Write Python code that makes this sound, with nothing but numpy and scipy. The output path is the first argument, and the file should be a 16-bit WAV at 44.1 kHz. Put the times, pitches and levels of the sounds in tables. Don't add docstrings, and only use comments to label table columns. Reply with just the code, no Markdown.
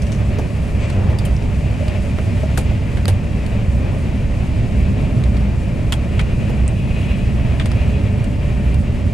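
import sys
import numpy as np
from scipy import signal
from scipy.fft import rfft, irfft
from scipy.io import wavfile
from scipy.ndimage import uniform_filter1d

SR = 44100
rng = np.random.default_rng(int(sys.argv[2]) if len(sys.argv) > 2 else 0)


def wav_record(signal):
    frames = np.transpose(np.atleast_2d(signal))
    bounded = np.clip(frames, -1, 1)
    quanta = np.round(bounded * 32767).astype(np.int16)
    wavfile.write(sys.argv[1], SR, quanta)


N = 402633
TIME = np.arange(N) / SR
FREQS = np.fft.rfftfreq(N, 1 / SR)


def undb(db):
    return 10 ** (np.asarray(db) / 20)


def unit(x):
    return x / np.sqrt(np.mean(x ** 2))


def along(points, freqs):
    hz, value = np.transpose(points)
    return np.interp(np.log(freqs + 1), np.log(hz), value)


def colour(points, freqs, modes=()):
    skirts = np.minimum(freqs / points[0][0], 1) ** 2 / np.maximum(freqs / points[-1][0], 1) ** 2
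    peaks = sum(undb(db) ** 2 / (1 + (2 * (freqs - hz) / width) ** 2) ** 2 for hz, width, db in modes)
    return undb(along(points, freqs)) * skirts * np.sqrt(1 + peaks)


def walk(rate_hz):
    return unit(irfft(rfft(rng.standard_normal(N)) / (1 + (FREQS / rate_hz) ** 2) ** 2, N))


def swell(centre, duration):
    return .5 ** ((2 * (TIME - centre) / duration) ** 2)


def add(out, s, sound):
    start = int(s * SR)
    out[:, start:start + sound.shape[1]] += sound[:, :N - start]


# (frequency [Hz], coherence [0-1])
COHERENCE = [(25, 0.92), (60, 0.91), (130, 0.86), (290, 0.67), (640, 0.71), (1410, 0.38), (3100, 0.65),
             (4500, 0.5), (6820, 0.55), (15000, 1)]
# (frequency [Hz], level difference [dB])
BALANCE = [(60, -2), (200, -1), (380, 0.5), (560, 3), (1290, 1.5), (2200, 3.5), (3200, 2), (15000, -0.5)]
# (frequency [Hz], phase [rad])
PHASE_LEAD = [(20, 0.21), (90, -0.14), (340, -0.73), (860, -0.9), (1460, -0.26), (2150, -0.61),
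              (3530, -0.033)]
def cabin_field(gain):
    common, apart = rfft(rng.standard_normal((2, N)))
    alike = np.sqrt(np.clip(along(COHERENCE, FREQS), 0, 1))
    sides = np.array([[1], [-1]])
    spectra = np.sqrt(1 + alike) * common + sides * np.sqrt(1 - alike) * apart
    balance = undb(sides * along(BALANCE, FREQS) / 2)
    lead = np.exp(.5j * sides * along(PHASE_LEAD, FREQS))
    return unit(irfft(spectra * balance * lead * gain, N))


def cabin_tone(hz, phase):
    left = undb(along(BALANCE, hz)) * np.sin(phase)
    right = np.sin(phase - along(PHASE_LEAD, hz))
    return np.array([left, right])


# (centre time [s], duration [s], rumble change [dB], roar change [dB], wheel change [dB])
ROUGH_STRETCHES = [ (0.846, 0.12, -2, 2, -0.5), (1.055, 0.25, 1.5, 5.5, -1), (1.95, 0.25, -0.5, 1.3, 1.5),
                   (2.42, 0.69, 0.5, -0.5, 2), (3.873, 0.3, 0.5, 3, 0), (4.647, 0.58, 1.4, 0, 1.5),
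                   (5.103, 0.43, 2, 1.5, 0), (6.46, 0.33, 1.1, 2, 1), (7.095, 0.4, 1, 0, 1.5),
                   (7.718, 0.7, 1.1, 2, 2)]
def ride_levels(rumble_db=-17, roar_db=-34, wheel_db=-40.5):
    smooth_track = np.array([rumble_db + 0.1454 * TIME, roar_db - 0.1064 * TIME, np.full(N, wheel_db)])
    changes = sum(np.outer(dbs, swell(s, duration)) for s, duration, *dbs in ROUGH_STRETCHES)
    return smooth_track + changes


# (frequency [Hz], relative level [dB])
BODY_SPECTRUM = [(12, -24), (22, -8.5), (33, -6.5), (50, -8.5), (76, -6.5), (90, -2.5), (115, -3.5),
                 (145, -7.5), (182, -12.5), (225, -13), (290, -20.5), (400, -28), (800, -47.5)]
# (frequency [Hz], width [Hz], gain [dB])
CABIN_MODES = [(63.2, 18.3, 8.5), (199.3, 13.7, 5.5), (255, 18, -1)]
def rumble(db):
    return cabin_field(colour(BODY_SPECTRUM, FREQS, CABIN_MODES)) * undb(db)


# (frequency [Hz], relative level [dB])
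ROAR_SPECTRUM = [(200, -20), (350, -0.5), (460, -4), (520, -1), (660, -1.5), (740, -6.5), (900, -11.5),
                 (1050, -12), (1350, -16), (1800, -17.5), (3000, -28.5)]
# (frequency [Hz], relative level [dB])
WHEEL_SPECTRUM = [(900, -11), (1500, -9.5), (1900, 0.5), (2200, 1), (2550, 2), (2900, -2), (3300, -10),
                  (3600, -9.5), (5000, -19)]
# (frequency [Hz], width [Hz], gain [dB])
WHEEL_RESONANCES = [(1816, 13, 5.5), (2373, 56, 4.5), (2560, 45, 1.5), (2760, 43, 3.5), (3050, 35, -1),
                    (3245, 73, 6.5)]
def rolling(roar_db, wheel_db):
    roughness = walk(20)
    roar = cabin_field(colour(ROAR_SPECTRUM, FREQS)) * undb(roar_db + 1.05 * roughness)
    ringing = cabin_field(colour(WHEEL_SPECTRUM, FREQS, WHEEL_RESONANCES))
    return roar + ringing * undb(wheel_db + 1.14 * roughness + .5 * walk(11))


# (frequency [Hz], rms level [dB])
GEAR_TONES = [(421, -44.5), (562, -47), (588, -44.5), (898, -53)]
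def running_gear(waver_db=3.0, drift=0.011, flutter=0.0117):
    out = 0
    for hz, db in GEAR_TONES:
        pitch_hz = hz * (1 + drift * walk(5.06) + flutter * walk(44.5))
        tone = cabin_tone(hz, 2 * np.pi * np.cumsum(pitch_hz) / SR)
        out += unit(tone * undb(waver_db * walk(5.7))) * undb(db)
    return out


# (frequency [Hz], relative level [dB])
AIR_SPECTRUM = [(1500, 3), (3500, 1.5), (4800, 6), (5600, 2.5), (7500, 3), (9000, 1), (10000, -2),
                (11200, -7.5), (13000, -14), (15500, -21)]
def air_hiss(wheel_db, hiss_db=-50, fade_db_per_s=0.29, split_hz=7000, waver_db=1.5):
    lift_db = wheel_db - np.median(wheel_db) - fade_db_per_s * (TIME - TIME.mean())
    hiss = cabin_field(colour(AIR_SPECTRUM, FREQS))
    low = irfft(rfft(hiss) / (1 + (FREQS / split_hz) ** 6), N)
    treble = (hiss - low) * undb(waver_db * walk(15))
    return (low + treble) * undb(hiss_db + lift_db + .5 * walk(21))


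# (centre time [s], duration [s], frequency [Hz], level [dB])
BUMP_THROBS = [(.03, .1, 67, -15), (.26, 0.15, 63, -22), (1.03, 0.16, 97, -17.5), (1.08, .08, 66, -19.5),
               (1.35, 0.11, 60, -19), (3.128, 0.096, 92, -14), (3.15, 0.09, 115.2, -20),
               (5.423, 0.33, 59, -16.5), (5.46, 0.058, 203, -23.5), (6.437, .08, 200, -25),
               (6.65, 0.23, 66, -18), (7.44, .12, 60, -18), (7.938, 0.1, 68, -17), (8.07, 0.082, 107, -16),
               (8.65, 0.43, 65, -18.5)]
def throbs(drift=0.0252):
    out = 0
    wander = 1 + drift * walk(9.2)
    for s, duration, hz, db in BUMP_THROBS:
        phase = 2 * np.pi * (np.cumsum(hz * wander) / SR + rng.random())
        out += unit(cabin_tone(hz, phase)) * swell(s, duration) * undb(db)
    return out


def ring(force, gain):
    size = force.shape[-1]
    cepstrum = irfft(np.log(gain + gain.max() * 1e-4), size)
    cepstrum[1:size // 2] *= 2
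    cepstrum[size // 2 + 1:] = 0
    return irfft(rfft(force) * np.exp(rfft(cepstrum)), size)


def strike(spectrum, modes, t60, snap_db, spread, tilt_db=0, grain_db=4, size=8192):
    t, freqs = np.arange(size) / SR, np.fft.rfftfreq(size, 1 / SR)
    common, apart, grain = rng.standard_normal((3, size))
    contacts = undb(grain_db * unit(uniform_filter1d(grain, size=16))) * undb(-60 * t / t60)
    force = unit(common * contacts) / np.sqrt(size)
    force[0] += undb(snap_db)
    side = ring(unit(apart * contacts) / np.sqrt(size), 1 / (1 + (freqs / 7000) ** 4))
    force = force + spread * np.array([side, -side])
    tilt = undb(tilt_db * np.log2(np.maximum(freqs / 2500, 1)))
    response = ring(force, colour(spectrum, freqs, modes) * tilt)
    return unit(response) * np.sqrt(.01 * SR / size)


# (frequency [Hz], relative level [dB])
PLASTIC_SPECTRUM = [(300, -26), (700, 4.5), (1100, 5.5), (2300, 7.5), (4500, 1), (5800, -5), (7200, -2.5),
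                    (9000, -0.5), (11000, -8), (13000, -16), (15500, -30)]
# (time [s], level [dB], mode frequency [Hz], mode width [Hz], mode gain [dB],
# snap over chatter [dB], treble tilt [dB/octave], chatter t60 [s])
PLASTIC_TICKS = [ (.020, -37, 5800, 1400, 14, -6, 2, .09), (.068, -39, 6000, 1400, 11, -10, 1, .06),
                 (.120, -33, 6000, 1400, 13, -8, 0, 0.22), (.900, -34.5, 4200, 900, 5, -14, -1, .046),
                 (1.187, -32.5, 4800, 1000, 14, -5, 4.5, 0.063),
                 (1.251, -34, 9200, 1800, -1, -14, 7.5, 0.086), (1.366, -42, 5500, 1200, 28, 6, -2, .05),
                 (1.425, -45, 5530, 1200, 19, 3, -3, .043), (1.882, -34, 4800, 1400, 5, -1, -2, .03),
                 (2.186, -30.5, 1390, 330, 2, -8, -12, 0.042),
                 (2.5744, -24.5, 6960, 900, -3, -14, 4.5, 0.12), (2.971, -32, 1590, 380, 9, -15, -4, .066),
                 (3.0559, -27.5, 4540, 800, 13, -1, -1.5, .0085),
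                 (3.081, -23, 3670, 1800, -1, -11, 2.5, 0.082), (3.464, -36.5, 4200, 1000, 5, -2, -1, .043),
                 (3.985, -52, 9700, 1200, 22, -5, 2, .02), (5.238, -34.5, 4000, 1400, 4, -10, -1.5, 0.039),
                 (5.368, -38.5, 4500, 1400, 3, -8, -1, .036), (5.9225, -22, 7540, 1500, -1, -8, 2.5, .07),
                 (5.929, -25, 2010, 1200, -5, -1, -7, .05), (6.193, -23.5, 2400, 900, 1, -10, -4.5, .06),
                 (6.199, -28.5, 1900, 1400, 0, -7, -6, 0.053), (6.2125, -35, 7500, 2000, 4, -6, -3, 0.023),
                 (6.6787, -32, 8400, 2000, 22, -10, 1, 0.043), (7.598, -23.5, 3450, 600, 7, -8, -8, 0.094),
                 (7.658, -30, 9100, 2200, 2, -6, 0, .059), (7.716, -33, 5200, 1200, 9, -8, -2, .033),
                 (8.242, -39.5, 9000, 2200, 0, -8, 2, 0.044), (8.744, -37.5, 5000, 1500, 0, -8, -1, .03)]
def ticks():
    out = np.zeros((2, N))
    for s, db, hz, width, mode_db, snap_db, tilt_db, t60 in PLASTIC_TICKS:
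        tick = strike(PLASTIC_SPECTRUM, [(hz, width, mode_db)], t60, snap_db, spread=0.72, tilt_db=tilt_db)
        add(out, s, tick * undb(db))
    return out


# (frequency [Hz], relative level [dB])
PANEL_SPECTRUM = [(120, -6), (350, 2.5), (700, -8), (1400, -20.5), (3000, -32), (6000, -30), (10000, -38)]
# (frequency [Hz], width [Hz], gain [dB])
PANEL_RESONANCES = [(630, 56, 10), (815, 130, 7), (1217, 60, 6), (1610, 70, 9.5)]
# (time [s], level [dB], mode frequency [Hz])
PANEL_KNOCKS = [(.386, -19.5, 390), (1.101, -26, 650), (2.183, -25, 520), (2.432, -23.5, 640),
                (2.578, -19.5, 486), (2.711, -27.5, 700), (3.082, -19.5, 525), (6.496, -23.5, 480)]
def knocks():
    out = np.zeros((2, N))
    for s, db, hz in PANEL_KNOCKS:
        modes = [(hz, 0.19 * hz, 8), *PANEL_RESONANCES]
        add(out, s, strike(PANEL_SPECTRUM, modes, t60=0.11, snap_db=-15, spread=0.38) * undb(db))
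    return out


# (frequency [Hz], relative level [dB])
RUSH_SPECTRUM = [(900, -17), (1900, -5), (2350, 8), (3000, -3), (4000, -12), (8000, -14), (11000, -39)]
# (centre time [s], duration [s], level [dB])
WINDOW_RUSHES = [(0.864, 0.14, -36.5)]
def window_rush(flutter_db=3.0):
    envelope = sum(undb(db) * swell(s, duration) for s, duration, db in WINDOW_RUSHES)
    return cabin_field(colour(RUSH_SPECTRUM, FREQS)) * envelope * undb(flutter_db * walk(40))


# (time [s], level [dB], start frequency [Hz], fall [octaves/s], t60 [s])
JOINT_SLIPS = [ (1.1875, -33, 3620, 2, .05), (1.2515, -32.5, 3170, 5.7, 0.11),
               (2.5745, -12.5, 1850, 105, 0.021), (5.9227, -16, 3420, 35, 0.036),
               (5.938, -16.5, 3350, 8.8, 0.018), (6.1937, -20, 3370, 25, .025),
               (7.5973, -19, 3770, 30, 0.024)]
def slips(attack_s=0.00076, roughness=.45, size=4096):
    out = np.zeros((2, N))
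    t = np.arange(size) / SR
    for s, db, hz, fall, t60 in JOINT_SLIPS:
        chirp = np.sin(2 * np.pi * np.cumsum(hz / 2 ** (fall * t)) / SR)
        envelope = (1 - np.exp(-t / attack_s)) * undb(db - 60 * t / t60)
        rasp = 1 + roughness * unit(uniform_filter1d(rng.standard_normal((2, size)), size=32))
        add(out, s, chirp * rasp * envelope)
    return out


# (centre time [s], duration [s], frequency [Hz], level [dB])
BRIDGE_SURGES = [(1.808, .05, 556, -32), (1.86, 0.091, 611, -31.5), (1.977, .06, 600, -33),
                 (2.063, 0.034, 575, -32), (2.28, 0.036, 650, -33), (2.446, 0.038, 605, -29)]
def bridge_surges(width_hz=55):
    out = 0
    for s, duration, hz, db in BRIDGE_SURGES:
        moan = cabin_field(1 / (1 + (2 * (FREQS - hz) / width_hz) ** 2) ** 2)
        envelope = swell(s, duration)
        local_rms = np.sqrt(np.average(np.mean(moan ** 2, axis=0), weights=envelope ** 2))
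        out += moan / local_rms * envelope * undb(db)
    return out


# (frequency [Hz], width [Hz], relative level [dB])
SINGING_MODES = [(2520, 66, 5), (2760, 100, -1), (2960, 38, -1.5), (3340, 160, -10), (3970, 260, -16)]
# (centre time [s], duration [s], level [dB])
SINGING_SPELLS = [(6.45, .8, -47.5), (6.8, .06, -38), (6.98, .16, -42), (7.113, .09, -37),
                  (7.215, .05, -39), (7.45, 0.3, -44), (7.816, .08, -39), (7.952, 0.11, -40)]
def wheel_singing(flicker_db=2):
    gain = sum(undb(db) / (1 + (2 * (FREQS - hz) / width) ** 2) for hz, width, db in SINGING_MODES)
    envelope = sum(undb(db) * swell(s, duration) for s, duration, db in SINGING_SPELLS)
    return cabin_field(gain) * envelope * undb(flicker_db * walk(11))


def scene():
    rumble_db, roar_db, wheel_db = ride_levels()
    steady = rumble(rumble_db) + rolling(roar_db, wheel_db) + running_gear() + air_hiss(wheel_db)
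    events = throbs() + ticks() + knocks() + window_rush() + slips() + bridge_surges() + wheel_singing()
    return steady + events


def record(dry, cutoff_hz=15800):
    return signal.sosfilt(signal.ellip(10, .2, 80, cutoff_hz, fs=SR, output="sos"), dry)


dry = scene()
out = record(dry)
wav_record(out)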